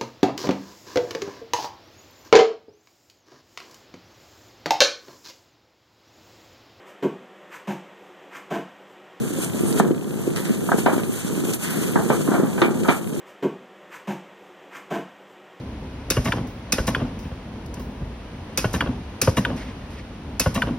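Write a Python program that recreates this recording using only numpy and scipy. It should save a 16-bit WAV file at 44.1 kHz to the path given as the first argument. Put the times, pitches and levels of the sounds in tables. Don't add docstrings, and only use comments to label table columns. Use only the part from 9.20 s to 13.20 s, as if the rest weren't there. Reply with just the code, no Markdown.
import sys
import numpy as np
from scipy import signal
from scipy.fft import rfft, irfft
from scipy.io import wavfile
from scipy.ndimage import uniform_filter1d, minimum_filter1d

SR = 44100
rng = np.random.default_rng(int(sys.argv[2]) if len(sys.argv) > 2 else 0)


def generate_wav(signal):
    frames = np.transpose(np.atleast_2d(signal))
    scaled = np.clip(frames, -1, 1) * 32767
    pcm = np.round(scaled).astype(np.int16)
    wavfile.write(sys.argv[1], SR, pcm)


N = 176400

# frequency_hz, level_db
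WIND_SPECTRUM = [(20, -11), (40, -5), (70, 3), (120, 4), (250, -1), (600, -8.5), (3000, -31)]
# time_s, rate_hz
FIRING_RATE = [(0, 26.22), (.45, 27.83), (.7, 31.01), (1.05, 30.81), (1.6, 27.9), (2.4, 28.93), (3.2, 32.7),
               (4, 33.73)]
# pitch_hz, t60_s, level_db
EXHAUST_MODES = [(111.6, 0.45, 6.5), (161.8, 0.074, 3), (368, 0.018, -12.5)]
# time_s, level_db
HISS_LEVEL = [(0.0, -38.5), (0.02, -40.5), (.1, -39.5), (0.23, -37), (0.31, -41.5), (.36, -37),
              (0.43, -40.5), (0.49, -36.5), (0.55, -37.5), (0.6, -29), (0.61, -44), (0.78, -49),
              (1.06, -42), (1.15, -46), (1.17, -35.5), (1.18, -38.5), (1.36, -41), (1.57, -39),
              (1.59, -32.5), (1.65, -38.5), (1.9, -40.5), (1.96, -33), (1.98, -38.5), (2.22, -39),
              (2.33, -33.5), (2.345, -32), (2.38, -45.5), (2.43, -32), (2.47, -36), (2.65, -33.5),
              (2.77, -41), (2.95, -36.5), (3.31, -43.5), (3.41, -40), (3.53, -45.5), (3.73, -37),
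              (3.8, -45), (4.0, -43.5)]
# frequency_hz, level_db
HISS_SPECTRUM = [(500, -4), (1500, 5), (1950, -4), (2400, 3.5), (3000, 1.5), (3600, -2), (5100, -6.5),
                 (6500, 1.5), (8300, 2.5), (10000, -0.5), (12000, -0.5), (14000, -4.5)]
# start_s, level_db, decay_s
TUFT_SCUFFS = [(.574, -29.5, .03), (1.161, -28.5, 0.04), (1.25, -34, 0.066), (1.935, -41, 0.031),
               (2.44, -32, 0.24)]
# peak_s, level_db, half_length_s, centre_hz
DRY_SWISHES = [(0.233, -32.5, 0.044, 8800), (0.488, -31.5, 0.032, 9200), (0.592, -30, 0.01, 8100),
               (2.435, -34, 0.014, 8500), (2.633, -41.5, 0.053, 8900)]
# start_s, level_db, centre_hz
STALK_SNAPS = [(.245, -23, 9200), (0.526, -24, 3600), (.563, -40, 3700), (1.161, -27, 5330),
               (1.592, -28, 6440), (2.335, -20, 6290), (2.34, -31, 6940)]
# pitch_hz, t60_s, level_db
HULL_MODES = [(153, 0.093, -3.5), (204.5, 0.024, 11), (266, 0.031, 2), (341.8, 0.05, 6.5),
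              (422, 0.022, 2.5), (525.6, 0.04, -0.5), (643, 0.017, 2), (810, 0.0063, -3),
              (928, 0.055, -5.5), (1191, 0.024, -4), (1290, 0.01, -30), (1510, 0.073, -12.5),
              (1650, 0.075, -53.5)]
# time_s, level_db
ROUGHNESS = [(0, -24), (.18, -27.5), (.28, -28.5), (.42, -24.5), (.65, -19), (.82, -26.5), (1.2, -26),
             (1.7, -25), (1.88, -26), (2.0, -36.5), (2.1, -25), (2.32, -23.5), (2.4, -35.5), (2.56, -23.5),
             (2.8, -22.5), (3.2, -20.5), (3.33, -24.5), (3.6, -22.5), (3.82, -29.5), (4, -24.5)]
# start_s, level_db, pan_hz, t60_s, sideways_ratio
SOFT_HUMPS = [(0.048, -33, 240, .03, .4), (0.105, -21, 294, 0.093, .3), (0.159, -19.5, 258, 0.077, .3),
              (.185, -18, 310, 0.11, 0.49), (0.345, -18.5, 250, 0.056, 0.55), (0.352, -27, 284, 0.017, .9),
              (0.406, -19.5, 330, .02, 1.8), (0.434, -13, 300, 0.015, .3), (.602, -10, 212, 0.056, 0.27),
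              (.654, -18, 250, 0.018, .4), (.707, -8.5, 308, 0.017, 0.28), (1.075, -11, 357, 0.018, 0.56),
              (1.295, -17, 290, 0.01, 1.3), (1.304, -18.5, 230, .03, 2.2), (1.542, -13.5, 370, 0.0094, 1.5),
              (1.584, -16, 295, 0.017, 0.48), (1.731, -16, 340, 0.015, 1.4), (1.763, -21, 298, 0.011, 2.3),
              (1.778, -14, 314, 0.019, .3), (1.893, -25, 247, 0.054, 2.6),
              (2.046, -18.5, 218.6, 0.028, 0.36), (2.176, -16, 294.7, .05, .3),
              (2.285, -21.5, 294, .04, 0.89), (2.757, -18.5, 259, .03, 0.7), (2.838, -25, 332, 0.012, 1.4),
              (2.9003, -12, 340, 0.012, 0.35), (3.086, -8, 288, 0.011, .5), (3.115, -11, 307, 0.015, .6),
              (3.169, -19.5, 372, 0.036, .4), (3.197, -11, 360, 0.031, .3), (3.232, -9, 262, 0.031, 0.27),
              (3.418, -6.5, 342, 0.075, .3), (3.455, -13, 296, 0.021, 0.5), (3.481, -12.5, 272, 0.01, 0.37),
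              (3.509, -17, 340, 0.074, 0.44), (3.686, -10, 288, 0.016, 1.1), (3.925, -22, 303, 0.015, .8)]
# start_s, blow_db, slap_db, rattle_db, rattle_decay_s, crack_db, panel_hz
HARD_BUMPS = [(0.599, 4, -8.5, -28, 0.032, -39, 1770), (0.645, -17, -27, -34, 0.026, -60, 480),
              (1.489, -14, -23, -28.5, 0.015, -58, 1180), (1.517, -5, -20, -19, 0.022, -41, 1580),
              (1.582, -29, -29, -30, .014, -47, 696), (1.661, -5, -17, -21, 0.054, -29.5, 576),
              (1.6638, -5, -15, -23.5, 0.027, -37, 970), (1.682, -17, -20, -25, 0.019, -60, 565),
              (1.731, -25, -26, -30, 0.016, -60, 940), (1.779, -21, -31, -30.5, .028, -40, 580),
              (2.7573, -1, -12.5, -22.5, .047, -48, 790), (2.761, -5, -15, -27, 0.023, -50, 900),
              (2.9013, -6.5, -16, -19.5, 0.035, -33.5, 496), (3.076, -14, -34, -31, 0.063, -55, 1030),
              (3.116, -24, -39, -27, 0.036, -45, 610), (3.1398, -14, -21, -24, 0.041, -38.5, 1370),
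              (3.197, -15, -38, -34, 0.054, -49, 564), (3.236, -26, -42, -32, 0.052, -53, 810),
              (3.378, -22, -47, -30.5, 0.07, -39, 1560), (3.417, -3, -14, -21.5, 0.05, -23.5, 1190),
              (3.4204, -3, -22, -29, .015, -33.5, 1150), (3.648, -31, -32, -31, .06, -44, 1310),
              (3.6835, -16, -17, -26, 0.051, -34, 1400), (3.687, -23, -17, -20, 0.041, -24, 1320)]
# pitch_hz, t60_s, level_db
CRACK_MODES = [(2340, 0.019, 17), (2680, 0.0033, -1), (3040, 0.002, -2), (3540, 0.018, -19.5)]
# frequency_hz, difference_db
PORT_DIFFERENCE = [(60, -3.5), (130, -11), (300, -6), (620, -4), (1400, -0.5), (2000, 0), (2550, 9),
                   (3200, -3.5), (6000, -.5)]
# frequency_hz, into_left_db, into_right_db
CROSS_FEED = [(60, -.5, -.5), (2600, -.3, -.3), (4000, -1, -1), (5200, -5, -3), (6500, -24, -9),
              (14000, -30, -9)]

TIME_S = np.arange(N) / SR
LEFT_RIGHT = np.array([[1], [-1]])


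def undb(db):
    return 10 ** (np.asarray(db) / 20)


def unit(x):
    return x / np.sqrt(np.mean(x ** 2))


def curve(rows):
    return np.interp(TIME_S, *np.array(rows).T)


def over_hz(hz, rows, column=1):
    rows = np.array(rows)
    return np.interp(np.log(hz + 1), np.log(rows[:, 0]), rows[:, column])


def colour(x, rows):
    gain = undb(over_hz(np.fft.rfftfreq(N, 1 / SR), rows))
    return unit(irfft(rfft(x) * gain, N))


def cut(x, hz, kind, order=2):
    return signal.sosfilt(signal.butter(order, hz, kind, fs=SR, output="sos"), x)


def band(x, hz, width_hz):
    return signal.lfilter(*signal.iirpeak(hz, hz / width_hz, fs=SR), x)


def ring(force, modes, stretch=1):
    return sum(undb(db) * band(force + 1e-18, hz * stretch, np.log(1000) / np.pi / t60)
               for hz, t60, db in modes)


def grains(per_s, spread_db, count=N):
    size = undb(spread_db * np.minimum(rng.exponential(size=(2, count)), 5))
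    return unit(rng.standard_normal((2, count)) * size * (rng.random((2, count)) < per_s / SR))


def drift(rate_hz):
    hold = int(SR / rate_hz)
    steps = np.repeat(rng.standard_normal(N // hold + 1), hold)
    return unit(uniform_filter1d(steps, hold)[:N])


def fades(rows):
    power = np.zeros(N)
    for start_s, db, decay_s in rows:
        i = int(start_s * SR)
        power[i:] += undb(2 * db) * np.exp(-np.minimum(2 * TIME_S[:N - i] / decay_s, 100))
    return np.sqrt(power)


def wind(level_db=-35.5, gust_db=2):
    return colour(rng.standard_normal((2, N)), WIND_SPECTRUM) * undb(level_db + gust_db * drift(5.6))


def engine(exhaust_db=-40, tick_db=-47.5, scatter_db=3.5, tick_decay_cycles=.1):
    cycles = np.cumsum(curve(FIRING_RATE) * (1 + 0.00733 * drift(15))) / SR
    firing = cycles.astype(int)
    strength = undb(scatter_db * rng.standard_normal(N // 100))[firing]
    pulses = np.diff(firing, prepend=0) * strength
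    exhaust = unit(cut(ring(pulses, EXHAUST_MODES), 660, "low"))
    clatter = rng.standard_normal((2, N)) * strength * np.exp(-(cycles % 1) / tick_decay_cycles)
    tick = unit(band(clatter, 2760, width_hz=1500))
    return undb(exhaust_db) * exhaust + undb(tick_db) * cut(tick, 3460, "low")


def grass(hiss_gain_db=4.5, flicker_db=2, split_hz=9400, snap_decay_s=.0035):
    blades = sum(cut(grains(18000, 1.6), split_hz, kind, order=4) * undb(flicker_db * drift(70))
                 for kind in ("low", "high"))
    hiss = colour(blades, HISS_SPECTRUM) * undb(curve(HISS_LEVEL) + hiss_gain_db)
    scuffs = unit(band(grains(4600, 2.6), 1690, width_hz=1300)) * fades(TUFT_SCUFFS)
    stalks = grains(5000, 3)
    swishes = sum(unit(band(stalks, hz, width_hz=1700)) * undb(db) * np.exp(-((TIME_S - s) / half) ** 2)
                  for s, db, half, hz in DRY_SWISHES)
    fibres = grains(12000, 2.6)
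    snaps = sum(unit(band(fibres, hz, width_hz=3500)) * fades([(s, db, snap_decay_s)])
                for s, db, hz in STALK_SNAPS)
    return hiss + scuffs + swishes + snaps


def soft_hull(force, top_hz):
    return ring(cut(force, top_hz, "low", order=5), HULL_MODES)


def hard_hull(force, stretch=1):
    contact = cut(cut(force, 1777, "low", order=7), 185, "high", order=1)
    return ring(contact, HULL_MODES, stretch)


def sliding(scrape_db=-18.5):
    clods = grains(per_s=900, spread_db=1.77)
    rumble = unit(soft_hull(clods, top_hz=444))
    grit = grains(per_s=2200, spread_db=3)
    scrape = unit(cut(hard_hull(grit), 470, "high"))
    return undb(curve(ROUGHNESS)) * (rumble + undb(scrape_db) * scrape)


def thud(pan_hz, t60_s, sideways, pan_db=14, shudder_db=-18, shudder_decay_s=.045):
    def body(force):
        shell = soft_hull(force, top_hz=510)
        return shell + ring(shell, [(pan_hz, t60_s, pan_db)])
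    t = TIME_S[:SR // 4]
    boom = body(signal.unit_impulse(len(t)))
    lean = 1 + rng.choice([-1, 1]) * sideways * LEFT_RIGHT
    shudder = body(rng.standard_normal((2, len(t))) * np.exp(-t / shudder_decay_s))
    return lean * boom / np.abs(boom).max() + undb(shudder_db) * shudder / np.linalg.norm(boom)


def thuds(gain_db=3.5):
    out = np.zeros((2, N + SR))
    for start_s, db, pan_hz, t60_s, sideways in SOFT_HUMPS:
        i = int(start_s * SR)
        out[:, i:i + SR // 4] += undb(db + gain_db) * thud(pan_hz, t60_s, sideways)
    return out[:, :N]


def cracks(gain_db=3.5, decay_s=.033, burst_gain_db=3, burst_decay_s=.005):
    crack = unit(ring(cut(grains(8800, 1.17), 3300, "low"), CRACK_MODES))
    crack *= fades([(s, db + gain_db, decay_s) for s, *_, db, _ in HARD_BUMPS])
    burst = unit(cut(band(grains(20000, 0.83), 2850, width_hz=1200), 4300, "low", order=1))
    burst *= fades([(s, db + burst_gain_db, burst_decay_s) for s, *_, db, _ in HARD_BUMPS])
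    return crack + burst


def knock(blow_db, slap_db, rattle_db, rattle_decay_s, panel_hz, blow_gain_db=-4.5, rattle_gain_db=5):
    stretch = 1 + .02 * rng.standard_normal()
    def body(force):
        shell = hard_hull(force, stretch)
        return shell + band(shell, panel_hz, width_hz=64)
    t = TIME_S[:SR // 2]
    blow = body(signal.unit_impulse(len(t)))
    lean = 1 + rng.choice([-1, 1]) * .45 * LEFT_RIGHT
    slap = undb(slap_db) * np.exp(-t / .004)
    rattle = undb(rattle_db + rattle_gain_db) * np.exp(-t / rattle_decay_s)
    shake = body(grains(5000, 1.6, count=len(t)) * (slap + rattle)) / np.linalg.norm(blow)
    return undb(blow_db + blow_gain_db) * lean * blow / np.abs(blow).max() + shake


def knocks():
    out = np.zeros((2, N + SR))
    for start_s, blow_db, slap_db, rattle_db, decay_s, _, panel_hz in HARD_BUMPS:
        i = int(start_s * SR)
        out[:, i:i + SR // 2] += knock(blow_db, slap_db, rattle_db, decay_s, panel_hz)
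    return out[:, :N]


def limit(x, ceiling=.97, window_s=.003):
    size = int(window_s * SR)
    gain = np.minimum(1, ceiling / (np.abs(x).max(axis=0) + 1e-9))
    return x * uniform_filter1d(minimum_filter1d(gain, size), size)


def scene(low_cut_hz=108):
    hull = knocks() + cracks() + thuds() + sliding()
    return cut(hull + engine(), low_cut_hz, "high", order=3) + grass() + wind()


def record(dry, cross_lag_s=.000383, top_hz=14050):
    hz = np.fft.rfftfreq(N, 1 / SR)
    feed = undb([over_hz(hz, CROSS_FEED, column=1), over_hz(hz, CROSS_FEED, column=2)])
    cross = feed * np.exp(-2j * np.pi * hz * cross_lag_s)
    mid_gain = 1 - cross
    side_gain = (1 + cross) * undb(over_hz(hz, PORT_DIFFERENCE)) * LEFT_RIGHT
    total_gain = np.sqrt(2 * (abs(mid_gain) ** 2 + abs(side_gain) ** 2))
    mid, side = rfft(dry[0] + dry[1]), rfft(dry[0] - dry[1])
    wide = irfft((mid * mid_gain + side * side_gain) / total_gain, N)
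    return signal.sosfilt(signal.ellip(12, .2, 80, top_hz, fs=SR, output="sos"), limit(wide))


dry = scene()
out = record(dry)
generate_wav(out)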